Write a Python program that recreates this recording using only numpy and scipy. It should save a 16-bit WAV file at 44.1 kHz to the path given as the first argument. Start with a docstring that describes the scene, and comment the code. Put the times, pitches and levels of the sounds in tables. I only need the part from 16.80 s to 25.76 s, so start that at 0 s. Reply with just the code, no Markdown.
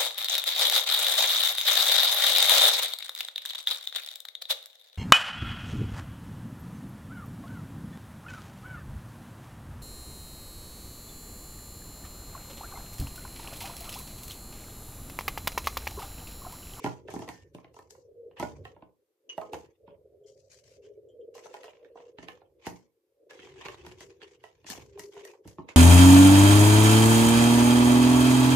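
"""Knocks, clicks and rustle close by: a hand stacks tape rolls, drops small items in and slides a notebook
about in a wooden drawer. Struck modes and noise bursts make the contacts; shaped noise with tiny snaps makes
the rustle of paper and plastic. A faint hum of throbbing band noise wavers over a low rumble.
The phone's noise suppressor turns down the tails and quiet gaps; a little hiss remains."""
import sys
import numpy as np
from scipy import signal
from scipy.io import wavfile
from scipy.ndimage import uniform_filter1d

SR = 44100
rng = np.random.default_rng(int(sys.argv[2]) if len(sys.argv) > 2 else 0)


def ratio(d):
    """dB to gain"""
    e = np.asarray(d, float) / 20
    return 10 ** e


def pcm_store(signal):
    """Save signal as 16-bit PCM."""
    levels = np.round(np.clip(np.atleast_2d(signal), -1, 1) * 32767)
    wavfile.write(sys.argv[1], SR, levels.astype(np.int16).T)


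N = 395136

# Contacts. Each row: start in seconds, then relative levels in dB of item click, drawer knock, thud, bright tick.
CONTACTS = [(0.0423, -27.5, -24.5, -27, -36.5), (0.061, -27, -25.5, -30, -42),
            (0.284, -38.5, -36.5, -51, -62), (0.304, -67, -47, -67, -44.5),
            (0.3385, -49, -35.5, -38.5, -40), (0.3617, -41, -37.5, -32.5, -80),
            (0.392, -42.5, -37, -41, -44), (0.4207, -43.5, -38, -41, -67), (0.478, -40, -40.5, -52, -54),
            (0.489, -30, -37, -42, -39.5), (0.748, -43, -41.5, -42, -52.5), (0.784, -52, -46, -58, -79),
            (0.845, -44, -49, -51.5, -68), (0.943, -58, -53, -77, -56.5), (0.9656, -56, -45, -66, -59),
            (0.9897, -47, -43, -61, -55.5), (1.107, -53.5, -59.5, -93, -46.5), (1.15, -60, -54.5, -72, -82),
            (1.512, -56, -60, -65.5, -76), (1.5985, -33.5, -30.5, -35.5, -36),
            (1.6266, -30, -25.5, -32.5, -44.5), (1.852, -35, -39.5, -55, -54), (1.964, -62, -48, -60, -92),
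            (2.0232, -51.5, -43.5, -50, -93.5), (2.579, -35, -27.5, -42, -49.5),
            (2.615, -43, -35, -51, -56), (2.733, -30.5, -29.5, -42, -42), (2.742, -33.5, -38, -44.5, -49),
            (3.0785, -57.5, -49.5, -54, -83.5), (4.5521, -59, -47, -83, -51), (4.58, -44, -42.5, -71, -54),
            (4.657, -49, -40.5, -87, -58), (4.7409, -36, -36.5, -85, -51), (4.767, -45, -52, -86, -67),
            (4.833, -38.5, -63, -82, -53), (4.8418, -42, -42.5, -80, -51), (4.8804, -44.5, -43, -85, -82),
            (4.933, -50, -58, -79, -84), (5.047, -49, -57.5, -68, -67.5), (5.156, -73, -43, -64, -70),
            (5.174, -48, -47, -74, -85), (5.2024, -53, -46.5, -64.5, -74), (5.385, -37, -43.5, -47.5, -85),
            (5.4299, -44, -48.5, -49.5, -76), (5.4848, -30, -39, -50, -50.5), (5.617, -61, -50.5, -78, -86),
            (5.8671, -28.5, -29, -34, -37), (5.925, -50, -54.5, -46, -73.5),
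            (6.508, -37.5, -48.5, -67, -54), (6.5917, -38.5, -76, -56.5, -74), (6.632, -64, -75, -62, -87),
            (6.8514, -41, -49, -66, -50), (6.8841, -30.5, -37.5, -58, -46), (7.0476, -47.5, -48, -66, -72),
            (7.0648, -36, -42.5, -50.5, -45), (7.207, -38.5, -48, -54.5, -46), (7.417, -39, -72, -67, -79),
            (7.639, -39, -42, -71, -54), (7.844, -47.5, -50.5, -52.5, -66), (7.8892, -48, -44.5, -70, -72),
            (7.901, -32, -58, -44.5, -29.5), (7.978, -42, -46.5, -48, -71), (8.1754, -50, -45, -85, -87),
            (8.1943, -35.5, -45.5, -53, -36.5), (8.342, -55, -57, -77, -57.5),
            (8.366, -50, -43.5, -56, -68), (8.451, -39, -50, -74, -43), (8.652, -80, -53, -47.5, -66),
            (8.6762, -48.5, -52.5, -65, -47), (8.784, -49, -41, -38, -81.5), (8.796, -63, -46, -41, -80),
            (8.8877, -35, -42, -55, -68)]
# Modes of the wooden drawer, low and middle, and of what lies in it.
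# Each row: frequency in Hz, level in dB, nominal t60 in seconds.
THUD_MODES = [(72, -15.5, 0.11), (122, -10.5, 0.12), (181, -10, 0.12), (247.8, -12, 0.19),
              (306, 0.5, 0.061), (347, 0, 0.061)]
KNOCK_MODES = [(443.4, -2, 0.083), (605, -13.5, 0.052), (644.4, 4, 0.046), (735, -6, 0.039),
               (797, 1, 0.039), (873, 0.5, 0.044), (978.6, 3.5, 0.045), (1353.6, -12.5, 0.084)]
ITEM_MODES = [(1470, 13.5, 0.0053), (1833, 5, 0.034), (2204, 14, 0.0077), (2665, 10.5, 0.013),
              (2927, 1, 0.017), (3200, -11.5, 0.0099), (4500, -11.5, 0.0088)]
RING_DB_PER_DB = 0.3  # harder knocks ring longer; light ones are damped by the hand

# A small metal piece clinks once. Each row: frequency in Hz, level in dB, t60 in seconds.
CLINK_MODES = [(2880, 0, .1), (3010, -5, .08), (6080, -10, .06), (6300, -11, .05)]
CLINK_S, CLINK_DB = 2.4925, -34
# The large roll rings on after a knock. 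Each row: frequency in Hz, level in dB, t60 in seconds.
HOOP_MODES = [(1810, 0, .6)]
HOOP_S, HOOP_DB = 0.51, -64
# Faint ticks of a brushed glossy tape roll. Each row: start in seconds, relative level in dB.
ROLL_TICKS = [(3.436, -73.5), (3.473, -64), (4.035, -63.5), (4.287, -70), (4.404, -74)]
# Modes of that roll. Each row: frequency in Hz, level in dB, t60 in seconds.
ROLL_MODES = [(3180, -0.5, 0.18), (6000, -5, 0.066), (7200, -1.5, 0.045)]

# Strokes of sliding paper, plastic and skin.
# Each row: start in seconds, length in seconds, level in dB, swell to the end in dB, brightness in dB.
STROKES = [(0, 0.072, -62.5, 11, -5), (0.28, 0.18, -57, -17, -10), (0.94, 0.041, -78, -1, 6),
           (1.104, 0.029, -67, -44, 14), (1.565, 0.042, -62.5, 21, -18), (2.497, 0.073, -55, -21, -7),
           (3.069, 0.092, -65.5, -21, -21), (3.466, 0.079, -78.5, -17, 19), (3.565, 0.18, -83, -14, 12.5),
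           (3.699, 0.1, -67, -4, 7), (3.839, 0.13, -70, -6.5, 5.5), (4.024, 0.17, -71.5, -17.5, -2.5),
           (4.543, 0.27, -60.5, -10, -2.5), (4.82, 0.37, -80.5, -16, -24), (5.154, 0.15, -77.5, 0.5, -3.5),
           (5.386, 0.051, -64, -2, 1), (5.785, 0.082, -90.5, 44, -9), (6.498, 0.34, -57, -0.5, -10),
           (6.813, 0.046, -53, 7.5, -16.5), (6.892, 0.055, -63.5, 10.5, -11), (6.98, 0.15, -63, 2, -11),
           (7.178, 0.063, -62.5, 1, -5.5), (7.299, 0.1, -65.5, -28, -8.5), (7.403, 0.033, -69, 17, -10),
           (7.472, 0.071, -69, 3, -3.5), (7.594, 0.91, -75.5, -16, -6), (7.865, 0.026, -55.5, 12.5, 1.5),
           (7.905, 0.12, -49, -18.5, -19), (8.064, 0.17, -82.5, 15, -9.5), (8.322, 0.085, -65.5, 12, -8.5),
           (8.431, 0.076, -71, 8, -13), (8.536, 0.029, -59, -25, -31.5), (8.641, 0.077, -71, 4, -9),
           (8.774, 0.095, -68, -17, -12), (8.888, 0.06, -44, -30, -9)]
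# Rustle spectra: low scrape, body, top. Each row: frequency in Hz, gain in dB.
RUSTLE_LOW = [(550, -24), (750, 8), (1050, 9.5), (1400, -10.5), (2000, -53.5)]
RUSTLE_BODY = [(1000, -24.5), (1600, 3), (2200, 6), (3200, 5), (5000, -11.5), (6500, -36)]
RUSTLE_TOP = [(3000, -18.5), (4500, 0.5), (6500, 2), (9000, -11.5), (14000, -20)]
NOISE_PATCH = 7, 6  # bins, frames: random level patches in the noise, about 300 Hz by 35 ms
DRAG_DB, DRAG_DB_PER_BRIGHT_DB = -11.5, 0.54  # dull strokes scrape low the most
RELEASE_DB_PER_S = 701.5  # fall of a stroke once the hand stops
# Loose things settle after a contact: low part re knock, body re click, top re tick.
SETTLE_LOW_DB, SETTLE_BODY_DB, SETTLE_TOP_DB, SETTLE_DB_PER_S = -29.5, -28.5, -18, 161

# Room decay. Each row: frequency in Hz, t60 in seconds.
ROOM_T60 = [(80, 0.36), (300, 0.27), (1000, 0.26), (4000, 0.11), (12000, 0.28)]
# Hum over time. Each row: time in seconds, hum level in dB, low rumble level in dB.
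HUM_LEVELS = [(0.0, -47.5, -66), (0.3, -50.5, -56), (0.75, -65, -63), (1.25, -56.5, -70.5),
              (1.59, -52, -71), (1.8, -50.5, -47), (2.22, -72, -101), (2.4, -75.5, -101), (2.49, -53, -100),
              (2.64, -52.5, -81), (2.72, -42.5, -82), (2.87, -51.5, -62.5), (2.96, -73.5, -90),
              (3.04, -53.5, -69), (3.37, -58, -73.5), (3.79, -62.5, -72), (3.98, -57.5, -70.5),
              (4.32, -53.5, -72), (4.77, -52, -82), (5.86, -61, -74.5), (6.06, -67.5, -87),
              (6.24, -78, -101), (6.56, -50.5, -79.5), (6.71, -55, -63.5), (7.04, -56.5, -57),
              (7.44, -57.5, -72.5), (7.73, -66, -76), (8.04, -55.5, -57), (8.46, -56, -87),
              (8.64, -57.5, -84), (8.67, -53, -46), (8.75, -60, -69), (8.96, -58, -75)]
# Pitch drift of the hum. Each row: time in seconds, centre in Hz.
HUM_CENTRE = [(0, 399), (1.3, 465), (2.94, 423), (3.07, 483), (3.92, 498), (4.02, 462.4), (4.99, 473),
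              (6.27, 411), (6.34, 505), (6.65, 417), (8.96, 443)]
# Passing narrow tones. Each row: start in seconds, length in seconds, frequency in Hz, level over the band in dB.
HUM_TONES = [(1.25, .3, 475, 13.5), (3.027, 0.17, 564, 13), (3.312, 0.29, 422, 13), (3.417, 0.33, 535, 6.5),
             (4.015, 0.27, 403.8, 20.5), (4.393, 0.26, 467.6, 18), (4.993, 0.34, 474, 7.5),
             (6.622, 0.31, 380, 16), (6.958, 0.23, 356, 13), (7.195, 0.36, 393.8, 14.5),
             (8.101, 0.42, 404, 18.5)]
# Rumble spectrum. Each row: frequency in Hz, gain in dB.
RUMBLE = [(25, -20), (55, -2.5), (75, 3), (125, 1.5), (200, -19), (300, -9), (340, -36)]
# Likeness of left and right in all stereo noise. Each row: frequency in Hz, correlation.
LIKENESS = [(60, 1), (300, 0.84), (640, 0.81), (1400, 0.021), (15000, 0.073)]

# Suppressor threshold. Each row: frequency in Hz, power per bin in dB.
GATE = [(100, -105), (450, -98), (650, -100), (1000, -100), (4000, -100), (14000, -104)]
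# The two microphone ports. Each row: frequency in Hz, left minus right in dB.
PORTS = [(60, -3.5), (110, 0), (200, -6), (380, 3), (700, -5), (1290, -2.5), (2380, -3.5), (4400, 5.5),
         (8120, 9), (15000, -9)]
# Hiss spectrum. Each row: frequency in Hz, gain in dB.
HISS = [(18, -81), (30, -43), (267, -13.5), (394, -8), (1480, -16.5), (7060, -21), (12500, -19.5),
        (13900, -14), (15000, -37.5)]
HISS_DB = -86.5
LOW_EDGE_HZ, HIGH_EDGE_HZ = 56, 14400


def evened(x):
    """Scales to rms 1."""
    return x / np.sqrt(np.mean(x ** 2) + 1e-20)


def smooth_twice(x, size):
    """Two running means over the last axis, in samples."""
    return uniform_filter1d(uniform_filter1d(x, size=size), size=size)


def read(points, hz):
    """Reads a spectrum table on a log-frequency axis."""
    f, value = np.transpose(points)
    return np.interp(np.log(hz + 1), np.log(f + 1), value)


def curve(table):
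    """Reads every column of a time table at each sample."""
    s, *columns = np.transpose(table)
    return [np.interp(np.arange(N) / SR, s, c) for c in columns]


def noise(shape, patchy_db, size=512, patch=(4, 24)):
    """Stereo noise, rms 1, from random short-time spectra; shape(hz) gives gains, patch is in bins and frames."""
    hz = np.fft.rfftfreq(size, 1 / SR)[:, None]
    frames = N // (size // 4) + 5
    a, b, c, d, patches = rng.standard_normal((frames, len(hz), 5)).T
    patches = uniform_filter1d(patches, size=patch[0], axis=0)
    patches = evened(uniform_filter1d(patches, size=patch[1], axis=1))
    same = np.clip(read(LIKENESS, hz), -1, 1)
    left = a + 1j * b
    right = same * left + np.sqrt(1 - same ** 2) * (c + 1j * d)
    z = np.array([left, right]) * shape(hz) * ratio(patchy_db * patches)
    return evened(signal.istft(z, nperseg=size, noverlap=size * 3 // 4)[1][:, :N])


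def ring(modes, chance, spread_db, rise_s, detune, longer=1):
    """Modes struck at a random spot die exponentially; 1/6 s long, peak 1."""
    t = np.arange(SR // 6)[:, None] / SR
    hz, db, t60 = np.transpose(modes)
    k = len(hz)
    level, shift = chance[:k], chance[k:2 * k]
    decay = ratio(db + spread_db * level - 60 * t / np.abs(longer * t60))
    partials = decay * np.sin(2 * np.pi * hz * (1 + detune * shift) * t + np.pi * shift)
    x = partials.sum(1) * (1 - np.exp(-t[:, 0] / rise_s))
    return x / np.abs(x).max()


def add(mix, s, sound, pan_db, lag):
    """Places a sound by level difference and by a delay of lag samples (left if positive, else right)."""
    for side, heard in enumerate(sound * np.ones((2, 1))):
        first = round(s * SR) + max(round(lag * (1 - 2 * side)), 0)
        part = mix[side, first:][:len(heard)]
        part += ratio(pan_db * (.5 - side)) * heard[:len(part)]


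def contacts():
    """Each contact thuds and knocks the drawer, rings the item and scuffs; thuds are centred."""
    mix, t = np.zeros((2, N)), np.arange(SR // 6) / SR
    chances = rng.standard_normal((len(CONTACTS), 3, 20))
    grit = rng.standard_normal((len(CONTACTS), len(t)))
    top = signal.butter(3, (3800, 13500), "band", fs=SR, output="sos")
    middle = signal.butter(4, (1100, 3900), "band", fs=SR, output="sos")
    wood = signal.butter(3, 1700, fs=SR, output="sos")
    lead = 600  # samples of scuff before the blow lands
    late = t - lead / SR
    after = np.exp(-late / 0.0024) + 0.72 * np.exp(-late / 0.00065)
    scuff = np.where(late < 0, 0.25 * np.exp(late / 0.0074), after)
    for (s, click_db, knock_db, thud_db, tick_db), chance, g in zip(CONTACTS, chances, grit):
        pan_db, lag = 1.2 * chance[1, -1], chance[0, -1]
        # one sharp edge; the scuff differs at the two ports
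        blow = np.array([g, g[::-1]]) * scuff + 4.1 * (late == 0)
        tick, snap = signal.sosfilt(top, blow), signal.sosfilt(middle, blow)
        noisy = ratio(click_db - 4.0) * snap / np.abs(snap).max()
        noisy = noisy + ratio(tick_db + 5.0) * tick / np.abs(tick).max()
        item = signal.sosfilt(middle, ring(ITEM_MODES, chance[0], 4.7, 0.00096, 0.047))
        chatter = ratio(1.37 * evened(uniform_filter1d(g, size=90)))  # loose things buzz on the wood
        longer = ratio(RING_DB_PER_DB * (knock_db + 33))
        knock = chatter * ring(KNOCK_MODES, chance[1], 4.35, 1 / 450, 0.045, longer)
        thud = uniform_filter1d(chatter, size=150) * ring(THUD_MODES, chance[2], 1.9, 0.0024, 0.028)
        add(mix, s - lead / SR, noisy, pan_db, lag)
        add(mix, s, ratio(click_db - 3.0) * item, pan_db, 5 * lag)
        add(mix, s, ratio(knock_db + 2.5) * signal.sosfilt(wood, knock), pan_db, 4 * lag)
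        add(mix, s, ratio(thud_db + 4.5) * thud, 0, 0)
    return mix + clink_and_hoop(grit[0]) + roll_ticks(chances, grit)


def clink_and_hoop(g):
    """The metal piece and the large roll ring, roughened as the piece chatters on what it lands on."""
    mix = np.zeros((2, N))
    rattle = ratio(2.0 * evened(smooth_twice(g, 60)))
    add(mix, CLINK_S, ratio(CLINK_DB) * rattle * ring(CLINK_MODES, np.zeros(16), 0, 1 / 400, 0), 0, 4)
    add(mix, HOOP_S, ratio(HOOP_DB) * rattle ** 2 * ring(HOOP_MODES, np.zeros(2), 0, 1 / 200, 0), 0, 0)
    return mix


def roll_ticks(chances, grit):
    """The brushed roll's modes ring under a rough random envelope."""
    mix = np.zeros((2, N))
    for (s, db), chance, g in zip(ROLL_TICKS, chances, grit):
        rough = 1 + evened(uniform_filter1d(g, size=70))
        add(mix, s, ratio(db) * rough * ring(ROLL_MODES, chance[0], 3.5, 1 / 400, 0.021), 0, 0)
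    return mix


def rustle():
    """Sliding noise roughened by tiny snaps; dull strokes drag on wood and scrape low, bright ones hiss."""
    snaps = ratio(3.5 * np.minimum(rng.exponential(1, N), 2.5)) * (rng.random(N) < 220 / SR)  # 220 per s
    snap_tails = signal.lfilter([1], [1, -np.exp(-1 / (.003 * SR))], snaps)
    grain = evened(1 + .45 * snap_tails)
    flutter = evened(smooth_twice(rng.standard_normal(N), 500))  # of the pressure
    grain = grain * evened(ratio(2.5 * flutter))
    low = noise(lambda hz: ratio(read(RUSTLE_LOW, hz)), 1.5)
    body = noise(lambda hz: ratio(read(RUSTLE_BODY, hz)), 4.2, size=1024, patch=NOISE_PATCH)
    top = noise(lambda hz: ratio(read(RUSTLE_TOP, hz)), 2.1, size=1024, patch=NOISE_PATCH)
    # each snap rings one item mode per channel for a few cycles
    which, t = rng.integers(0, len(ITEM_MODES), (2, N)), np.arange(600) / SR
    for k, (hz, db, t60) in enumerate(ITEM_MODES):
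        ping = ratio(db - 7.0 - 60 * t / (0.18 * t60)) * np.sin(2 * np.pi * hz * t)
        body = body + signal.oaconvolve(snaps * (which == k), ping[None], axes=1)[:, :N]
    # dragged things bump the wood, 60 per s on average
    bumps = ratio(5.5 * np.minimum(rng.exponential(1, N), 2)) * (rng.random(N) < 60 / SR)
    spot, t = rng.integers(0, len(KNOCK_MODES), N), np.arange(1500) / SR
    for k, (hz, db, t60) in enumerate(KNOCK_MODES):
        bump = ratio(db + 6.0 - 60 * t / (0.25 * t60)) * np.sin(2 * np.pi * hz * t)
        low = low + signal.oaconvolve(bumps * (spot == k), bump)[:N]
    low_gain, body_gain, top_gain = rubbing()
    return grain * (low_gain * low + body_gain * body + top_gain * top)


def rubbing():
    """Gains of the low, body and top rustle: hand strokes, and the settling after each contact."""
    gains, t = np.zeros((3, N)), np.arange(SR // 3) / SR
    for start, length, db, swell_db, bright_db in STROKES:
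        shape_db = db + swell_db * np.minimum(t / length, 1)
        shape_db = shape_db - RELEASE_DB_PER_S * np.maximum(t - length, 0)
        colour_db = np.array([[DRAG_DB - DRAG_DB_PER_BRIGHT_DB * bright_db], [0], [bright_db]])
        part = gains[:, round(start * SR):][:, :len(t)]
        part += ratio(shape_db + colour_db)[:, :part.shape[1]]
    for s, click_db, knock_db, _, tick_db in CONTACTS:
        start_db = np.array([[knock_db + SETTLE_LOW_DB], [click_db + SETTLE_BODY_DB], [tick_db + SETTLE_TOP_DB]])
        part = gains[:, round(s * SR):][:, :len(t)]
        part += ratio(start_db - SETTLE_DB_PER_S * t)[:, :part.shape[1]]
    return smooth_twice(gains, 400)


def room(x):
    """Sparse taps of random sign per channel, each band dying at its own speed."""
    taps = np.zeros((2, SR // 2))
    starts = np.arange(200, SR // 2 - 20, 20)
    at = starts + rng.integers(0, 20, (2, len(starts)))
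    np.put_along_axis(taps, at, rng.choice([-1., 1.], at.shape), 1)
    hz, t, z = signal.stft(taps, SR, nperseg=256)
    decay = ratio(-60 * t / read(ROOM_T60, hz)[:, None])
    tail = signal.istft(z * decay, SR, nperseg=256)[1]
    return signal.oaconvolve(x, tail / np.linalg.norm(tail[0]), axes=1)[:, :N]


def hum():
    """A throbbing band of noise with its passing tones, over a low rumble."""
    band = noise(hum_shape, 2.4, size=4096)
    throb = ratio(5.2 * np.tanh(evened(smooth_twice(rng.standard_normal(N), 500))))
    rumble = noise(lambda hz: ratio(read(RUMBLE, hz)) * (hz < 345), 0.61, size=2048)
    hum_db, rumble_db = curve(HUM_LEVELS)
    return ratio(hum_db) * band * evened(throb) + ratio(rumble_db) * rumble


def hum_shape(hz):
    """Gain over frequency and frame: a steep drifting band plus narrow resonances that come and go."""
    frame_s = np.arange(N // 1024 + 5) * 1024 / SR
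    centre_hz = np.interp(frame_s, *np.transpose(HUM_CENTRE))
    gain = 1 / (1 + ((hz - centre_hz) / 110) ** 4)
    for start, length, tone_hz, db in HUM_TONES:
        on = np.exp(-(2 * (frame_s - start - length / 2) / length) ** 4)
        gain = gain + ratio(db) * on / (1 + ((hz - tone_hz) / 8) ** 2)
    return gain


def scene():
    """Contacts and rustle with their room tail, and the hum."""
    hits, rubs = contacts(), rustle()
    return hits + rubs + room(ratio(-4.0) * hits + ratio(-9.5) * rubs) + hum()


def top_cut(x):
    """Nothing passes above the cut-off."""
    return signal.sosfilt(signal.butter(12, 15610, fs=SR, output="sos"), x)


def record(dry):
    """The suppressor lowers bands whose smoothed power sinks under its threshold; a little hiss remains."""
    hz, _, z = signal.stft(dry, SR, nperseg=512, noverlap=384)
    power = uniform_filter1d((abs(z) ** 2).mean(0), size=2, axis=0)
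    power = uniform_filter1d(power, size=13, axis=1)
    under_db = read(GATE, hz)[:, None] - 10 * np.log10(abs(power) + 1e-20)
    cut_db = np.clip(2.5 * under_db, 0, 22)
    gain = ratio(-cut_db) * (hz < HIGH_EDGE_HZ)[:, None]
    port_db = read(PORTS, hz)[:, None] * np.array([.5, -.5])[:, None, None]
    gated = signal.istft(z * gain * ratio(port_db), SR, nperseg=512, noverlap=384)[1][:, :N]
    heard = signal.sosfilt(signal.butter(4, LOW_EDGE_HZ, "high", fs=SR, output="sos"), gated)
    hiss = ratio(HISS_DB) * noise(lambda hz: ratio(read(HISS, hz)), 0.53, size=1024)
    return top_cut(heard + hiss)


dry = scene()
out = record(dry)
pcm_store(out)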